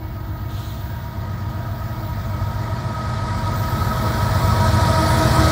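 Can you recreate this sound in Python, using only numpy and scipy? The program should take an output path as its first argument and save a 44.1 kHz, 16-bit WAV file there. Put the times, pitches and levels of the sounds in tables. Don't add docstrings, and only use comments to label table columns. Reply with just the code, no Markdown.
import sys
import numpy as np
from scipy import signal
from scipy.fft import rfft, irfft
from scipy.io import wavfile
from scipy.ndimage import uniform_filter1d

SR = 44100
rng = np.random.default_rng(int(sys.argv[2]) if len(sys.argv) > 2 else 0)


def gain_from_db(level_db):
    decades = np.asarray(level_db, float) / 20
    return 10 ** decades


def generate_wav(sig):
    pcm = np.round(np.clip(np.atleast_2d(sig).T, -1, 1) * 32767).astype(np.int16)
    wavfile.write(sys.argv[1], SR, pcm)


N = 242991
TIME = np.arange(N) / SR

# time in seconds, rumble in dB,
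# machinery in dB above the rumble, fan and wheel hiss in dB above the rumble.
APPROACH = [
    [(0.0, -30, -11.5, -24.5), (2.42, -25.5, -9.5, -22), (5.48, -15.5, -4.5, -14), (5.51, -20, -1, -7.5)],
]
# time in seconds, pitch factor.
DOPPLER = [
    (0, 1.0),
    (3, 1.0),
    (4, .9988),
    (5, .9962),
    (5.51, .9942),
]


def evened(x):
    return x / np.sqrt(np.mean(x ** 2) + 1e-20)


def curve(rows, column=1, t=TIME):
    rows = np.asarray(rows, float)
    return np.interp(t, rows[:, 0], rows[:, column])


def drift(per_s, count):
    knots_per_s = 40
    knots = rng.standard_normal((count, round(N / SR * knots_per_s)))
    rates = np.fft.rfftfreq(knots.shape[1], 1 / knots_per_s)
    slow = irfft(rfft(knots) / (1 + (rates / per_s) ** 2))
    return evened(signal.resample(slow, N // 100 + 1, axis=1)).repeat(100, 1)[:, :N]


def colour_db(rows, hz):
    table_hz, table_db = np.transpose(rows)
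    return curve(np.c_[np.log(table_hz), table_db], 1, np.log(hz + 1))


def noise(far, near=None, size=1024, patchy_db=1.5):
    near = near or far
    hop, hz = size // 4, np.fft.rfftfreq(size, 1 / SR)
    frames = N // hop + 5
    real, imaginary, patches = rng.standard_normal((frames, len(hz), 3)).T
    patches = uniform_filter1d(patches, size=9, axis=0)
    patches = evened(uniform_filter1d(patches, size=12, axis=1))
    far_db, near_db = colour_db(far, hz), colour_db(near, hz)
    blend_db = far_db[:, None] + np.linspace(0, 1, frames) * (near_db - far_db)[:, None]
    inside = (hz > far[0][0]) & (hz < near[-1][0])
    gain = gain_from_db(blend_db) * inside[:, None]
    gain /= np.sqrt((gain ** 2).mean(0))
    spectra = (real + 1j * imaginary) * gain * gain_from_db(patchy_db * patches)
    return evened(signal.istft(spectra, nperseg=size, noverlap=size - hop)[1][:N])


def whistle(hz, width_hz):
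    r = np.exp(-np.pi * width_hz / SR)
    slow = signal.lfilter([1], np.poly([r, r]), rng.standard_normal((2, N)))
    angle = 2 * np.pi * hz * TIME
    return evened(slow[0] * np.cos(angle) + slow[1] * np.sin(angle))


def bursts(rows):
    out = np.zeros(N)
    for start_s, length_s, hz, width_hz, db in rows:
        progress = np.clip((TIME - start_s) / length_s, 0, 1)
        swell = np.sqrt(np.clip(np.sin(np.pi * progress), 0, 1))
        out += gain_from_db(db) * whistle(hz, width_hz) * swell
    return out


def closeness():
    return gain_from_db(curve(APPROACH[0]) - APPROACH[0][-1][1] - 2.5)


def engine(orders, cycle_hz, waver_db, wander):
    turns = np.cumsum(cycle_hz) / SR
    order, far_db, near_db = np.transpose(orders)[:, :, None]
    nearness = np.clip((TIME - 1.4) / 2.7, -.3, 1.3)
    level_db = far_db + (near_db - far_db) * nearness + waver_db * drift(1.5, count=len(order))
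    phase = 2 * np.pi * (order * turns + rng.random(order.shape))
    phase += wander * drift(1.5, count=len(order))
    return np.sqrt(2) * (gain_from_db(level_db) * np.cos(phase)).sum(0)


def engines(trail_cycle_hz):
    # order of the cycle, level in dB when far, level in dB when near, both scaled to the closest point.
    lead_exhaust = [(6, -41, -45), (7, -30.5, -36), (8, -40, -49), (9, -29.5, -32), (10, -37, -36),
                    (12, -31, -28), (14, -29.5, -27), (15, -30, -29.5), (19, -42, -41), (20, -44, -45),
                    (21, -42, -36.5), (22, -39, -42), (23, -40.5, -52), (24, -46, -43.5), (26, -50, -45),
                    (28, -49, -49), (29, -48, -50), (30, -38, -44), (31, -40.5, -44.5)]
    # order of the cycle, level in dB when far, level in dB when near.
    lead_block = [(37, -50, -53), (38, -57, -62), (39, -49, -56), (40, -49, -68), (44, -47, -49.5),
                  (47, -56, -48.5), (51, -47.5, -55), (52, -56, -61), (53, -48.5, -70), (61, -58, -56),
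                  (74, -57, -48), (82, -60, -55), (83, -61, -50), (93, -58, -46), (94, -57, -46.5),
                  (95, -48, -47.5), (96, -54, -44), (97, -45, -47.5), (99, -47.5, -47), (100, -56, -47),
                  (102, -50, -54), (104, -50, -52), (106, -58, -55), (107, -55, -60), (108, -60, -56),
                  (111, -52, -52.5)]
    # order of the cycle, level in dB when far, level in dB when near.
    trail_exhaust = [(5, -47, -51), (6, -35, -34.5), (7, -40, -44), (9, -28, -34.5), (10, -37, -38.5),
                     (12, -24.5, -25.5), (13, -28.5, -29.5), (14, -33.5, -36), (15, -25, -23),
                     (16, -35, -35.5), (17, -45, -38.5), (18, -34, -35), (19, -55, -49), (20, -42, -47),
                     (21, -36, -34.5), (22, -44, -41), (24, -46, -47), (25, -43, -46), (26, -38.5, -38.5),
                     (27, -37.5, -33.5), (28, -36.5, -36), (29, -43, -41.5), (30, -48, -49)]
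    # order of the cycle, level in dB when far, level in dB when near.
    trail_block = [(31, -46, -43), (32, -51, -51), (33, -55, -59), (34, -51, -56), (40, -51, -47),
                   (42, -52, -57), (44, -55, -51.5), (45, -53.5, -56), (46, -54, -49), (50, -55, -48.5),
                   (53, -57, -49.5), (58, -65, -53), (61, -54, -47.5), (64, -59, -50.5), (65, -54, -48.5),
                   (70, -60, -52), (71, -56, -47), (77, -56, -56), (80, -51, -42.5), (82, -63, -47),
                   (83, -53, -42), (84, -44, -51), (85, -51, -54), (90, -55, -59), (102, -48, -55),
                   (103, -50, -48)]
    lead_hz = 6.898 * curve(DOPPLER)
    trail_hz = np.full(N, trail_cycle_hz)
    exhausts = engine(lead_exhaust, lead_hz, 1.6, .3) + engine(trail_exhaust, trail_hz, 1.6, .3)
    blocks = engine(lead_block, lead_hz, 2.5, .6) + engine(trail_block, trail_hz, 2.5, .6)
    return closeness() * (exhausts + blocks)


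def roar(trail_cycle_hz):
    # frequency in Hz, level in dB.
    rumble_colour = [(22, -40), (36, -26), (45, -6), (70, 0.5), (110, 2.5), (150, -6), (215, -7.5),
                     (260, -18), (320, -18.5), (420, -34)]
    # frequency in Hz, level in dB.
    machinery_colour = [(200, -30), (300, -1), (430, -4.5), (650, -0.5), (800, -2), (1300, -2), (1900, -6),
                        (2200, -13), (2650, -23.5), (3000, -48)]
    # frequency in Hz, level in dB.
    hiss_far = [(1470, -29), (2500, -4), (2830, -2), (3260, -0.5), (4650, -1.5), (5700, -9.5), (6780, -9),
                (10200, -24.5), (11000, -25), (14300, -47), (22000, -120)]
    # frequency in Hz, level in dB.
    hiss_near = [(1470, -37), (2500, -9), (2810, -14), (3200, -3), (3870, -0.5), (5520, -2), (6540, -11.5),
                 (7800, -7.5), (10100, -13), (10900, -14), (15100, -19), (15700, -20)]
    rumble_db = curve(APPROACH[0])
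    machinery_db = rumble_db + curve(APPROACH[0], column=2) - 3
    hiss_db = rumble_db + curve(APPROACH[0], column=3) + 0.42
    rumble = gain_from_db(rumble_db - 10) * noise(rumble_colour, size=4096)
    machinery = gain_from_db(machinery_db) * noise(machinery_colour, size=2048)
    cycle = 2 * np.pi * trail_cycle_hz * TIME
    throb = 1 + .08 * np.cos(6 * cycle) + .06 * np.cos(3 * cycle)
    hiss = gain_from_db(hiss_db) * throb * noise(hiss_far, hiss_near, size=512)
    return rumble + machinery + hiss


def turbocharger():
    # time in seconds, level in dB.
    blade_levels = [
        (3.6, -65),
        (4.014, -55),
        (4.956, -54),
        (5.084, -41),
        (5.51, -54),
    ]
    fade_in = np.clip((TIME - 3.6) / .2, 0, 1)
    return gain_from_db(curve(blade_levels) - 1.5) * fade_in * whistle(10080, width_hz=200)


def gears(waver_db=1.56, wander=.4):
    axle_speeds = [1.0, .9855, .9945, 1.0105, .967, .957]
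    # time in seconds, levels in dB of tooth harmonics 1, 2, 3 and 4.
    axle_levels = [
        [(0.0, -40.5, -67, -65, -64), (0.5, -58, -61.5, -62, -63), (1.0, -59, -67, -53, -63),
         (1.5, -53, -58, -50, -54), (2.0, -51, -66.5, -49, -49.5), (2.5, -51, -58, -44.5, -44),
         (3.0, -58.5, -60, -42, -43), (3.5, -46, -59, -36.5, -49), (4.0, -49, -39, -41, -38),
         (4.5, -52, -41, -32, -33), (5.0, -39, -34.5, -33, -32.5), (5.51, -40, -30, -35, -25.5)],
        [(0.0, -54, -71, -70, -63), (0.5, -58, -61, -56, -54), (1.0, -61, -66, -50, -62),
         (1.5, -60, -52, -53, -50), (2.0, -54, -53, -54, -51), (2.5, -48.5, -57, -54, -49.5),
         (3.0, -51, -55, -48, -35.5), (3.5, -49.5, -55, -38, -36.5), (4.0, -46, -56, -56, -35),
         (4.5, -40.5, -46, -36, -50), (5.0, -33, -42, -29.5, -30), (5.51, -25.5, -37, -47, -54)],
        [(0.0, -53, -68, -74, -67), (0.5, -53, -71, -58, -57), (1.0, -59, -67, -53, -57),
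         (1.5, -54, -59, -61, -51), (2.0, -51, -55, -54, -70), (2.5, -50, -61, -63, -58),
         (3.0, -51, -49, -55, -61), (3.5, -48.5, -53, -47, -38), (4.0, -45.5, -45, -36.5, -35.5),
         (4.5, -53, -44, -38, -40), (5.0, -34, -47, -31, -44), (5.51, -37, -42, -35, -29)],
        [(0.0, -62, -62, -63, -76), (0.5, -54, -71, -67, -64), (1.0, -60, -58, -68, -61),
         (1.5, -62, -61, -71, -64), (2.0, -50, -53, -65, -63), (2.5, -63, -47, -57, -53),
         (3.0, -64, -46, -53, -46), (3.5, -49, -57, -62, -41), (4.0, -57, -44, -54, -34),
         (4.5, -57, -40, -52, -36), (5.0, -40, -47, -52, -50), (5.51, -52, -36, -42, -44)],
        [(0.0, -55, -72, -61, -72), (0.5, -51, -70, -61, -61), (1.0, -60, -63, -60, -63),
         (1.5, -69, -65, -59, -51), (2.0, -66, -51, -57, -53), (2.5, -68, -51, -47, -59),
         (3.0, -62, -51, -43, -55), (3.5, -57, -57, -58, -45), (4.0, -58, -44, -49, -54),
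         (4.5, -54, -47, -41, -53), (5.0, -37.5, -48, -42, -55), (5.51, -41, -39, -48, -55)],
        [(0.0, -56, -63, -68, -72), (0.5, -53, -73, -67, -60), (1.0, -59, -59, -50, -59),
         (1.5, -54, -59, -65, -63), (2.0, -49, -57, -59, -69), (2.5, -55, -64, -57, -68),
         (3.0, -51, -45, -50, -58), (3.5, -51, -51, -45, -58), (4.0, -51, -51, -51, -57),
         (4.5, -49, -49, -46, -57), (5.0, -44, -53, -50, -55), (5.51, -35, -56, -39, -53)],
    ]
    mesh_hz = 320.8 * curve(DOPPLER)
    harmonic = np.arange(1, 5)[:, None]
    out = np.zeros(N)
    for speed, rows in zip(axle_speeds, axle_levels):
        turns = np.cumsum(speed * mesh_hz) / SR
        level_db = np.array([curve(rows, column=k) for k in harmonic[:, 0]])
        level_db += waver_db * drift(3.0, count=4)
        phase = 2 * np.pi * (harmonic * turns + rng.random((4, 1))) + wander * drift(3.0, count=4)
        out += np.sqrt(2) * (gain_from_db(level_db) * np.cos(phase)).sum(0)
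    return out


def gear_blur():
    # frequency in Hz, width in Hz, level in dB at the closest point.
    smears = [(1593, 25, -45.5), (1915, 30, -47.5), (2222, 30, -49.5), (940, 50, -37), (1255, 50, -38),
              (650, 60, -42)]
    return closeness() * sum(gain_from_db(db) * whistle(hz, width_hz) for hz, width_hz, db in smears)


def rail():
    # time in seconds, rail level in dB, share of the lower rail modes in dB.
    singing = [(0.0, -53, -16), (0.87, -48, -11), (1.27, -54, -10), (2.1, -48.5, -9), (2.59, -52.5, -7),
               (2.92, -64, 3), (2.93, -58, -7), (3.33, -68, 2), (3.38, -52, -9), (3.51, -54, -8),
               (3.57, -43, -9), (3.82, -46.5, 1), (4.43, -44, -9), (4.93, -49.5, 0), (5.32, -45, -2),
               (5.51, -50, -4)]
    # frequency in Hz, level in dB.
    high_colour = [(7820, -41), (13300, -8), (15100, 5.5), (15700, -1)]
    # frequency in Hz, level in dB.
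    low_colour = [(6470, -46), (11000, -16), (11700, -11), (12400, -7), (12700, -3), (13600, 2)]
    # frequency in Hz, level in dB.
    clear_modes = [(11230, -86), (11375, -84), (11553, -84), (11752, -85), (11827, -79), (12139, -83),
                   (12532, -85), (12710, -79), (12775, -76), (12958, -77), (13162, -69), (13216, -71),
                   (13921, -72), (14061, -71), (14583, -67), (14621, -67), (14745, -69), (15294, -68),
                   (15482, -65), (15595, -68)]
    fades = gain_from_db(4.0 * drift(2.5, count=len(clear_modes)))
    modes = sum(gain_from_db(db + 50) * fade * whistle(hz, 14) for (hz, db), fade in zip(clear_modes, fades))
    lower = gain_from_db(curve(singing, column=2) - 2.0) * noise(low_colour, patchy_db=2.0)
    return gain_from_db(curve(singing) - 0.7) * (noise(high_colour, patchy_db=2.5) + lower + modes)


def rail_flares():
    # start in seconds, length in seconds, frequency in Hz, width in Hz, level in dB.
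    flares = [
        (.76, .14, 14060, 30, -54),
        (1.4, .6, 11827, 15, -72),
        (1.65, .5, 13216, 25, -60),
        (2.2, .4, 13650, 25, -66),
        (3.54, .12, 14002, 40, -50),
        (3.66, .46, 12516, 20, -55),
        (4.3, .35, 14000, 40, -56),
    ]
    return bursts(flares)


def air_puff():
    # time in seconds, level in dB.
    puff_levels = [
        (.46, -73),
        (.5, -49),
        (.6, -44),
        (.7, -45.5),
        (.8, -49.5),
        (1.05, -57),
        (1.15, -80),
    ]
    # frequency in Hz, level in dB.
    puff_colour = [(1530, -39), (2600, -6), (3560, 2), (4230, 0), (4570, -9), (6970, -9), (8390, -14),
                   (12000, -19), (15600, -48), (22000, -120)]
    return gain_from_db(curve(puff_levels)) * (TIME < puff_levels[-1][0]) * noise(puff_colour, size=512)


def clank():
    # start in seconds, length in seconds, frequency in Hz, width in Hz, level in dB.
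    knocks = [
        (.9, .08, 1640, 90, -42.5),
    ]
    return bursts(knocks)


def scene():
    trail_cycle_hz = 7.961
    train = engines(trail_cycle_hz) + roar(trail_cycle_hz) + turbocharger() + gears() + gear_blur()
    return (train + rail() + rail_flares() + air_puff() + clank())[None]


def roll_off(x):
    return signal.sosfilt(signal.butter(12, 16920, fs=SR, output="sos"), x)


def record(dry):
    return roll_off(dry)


dry = scene()
out = record(dry)
generate_wav(out)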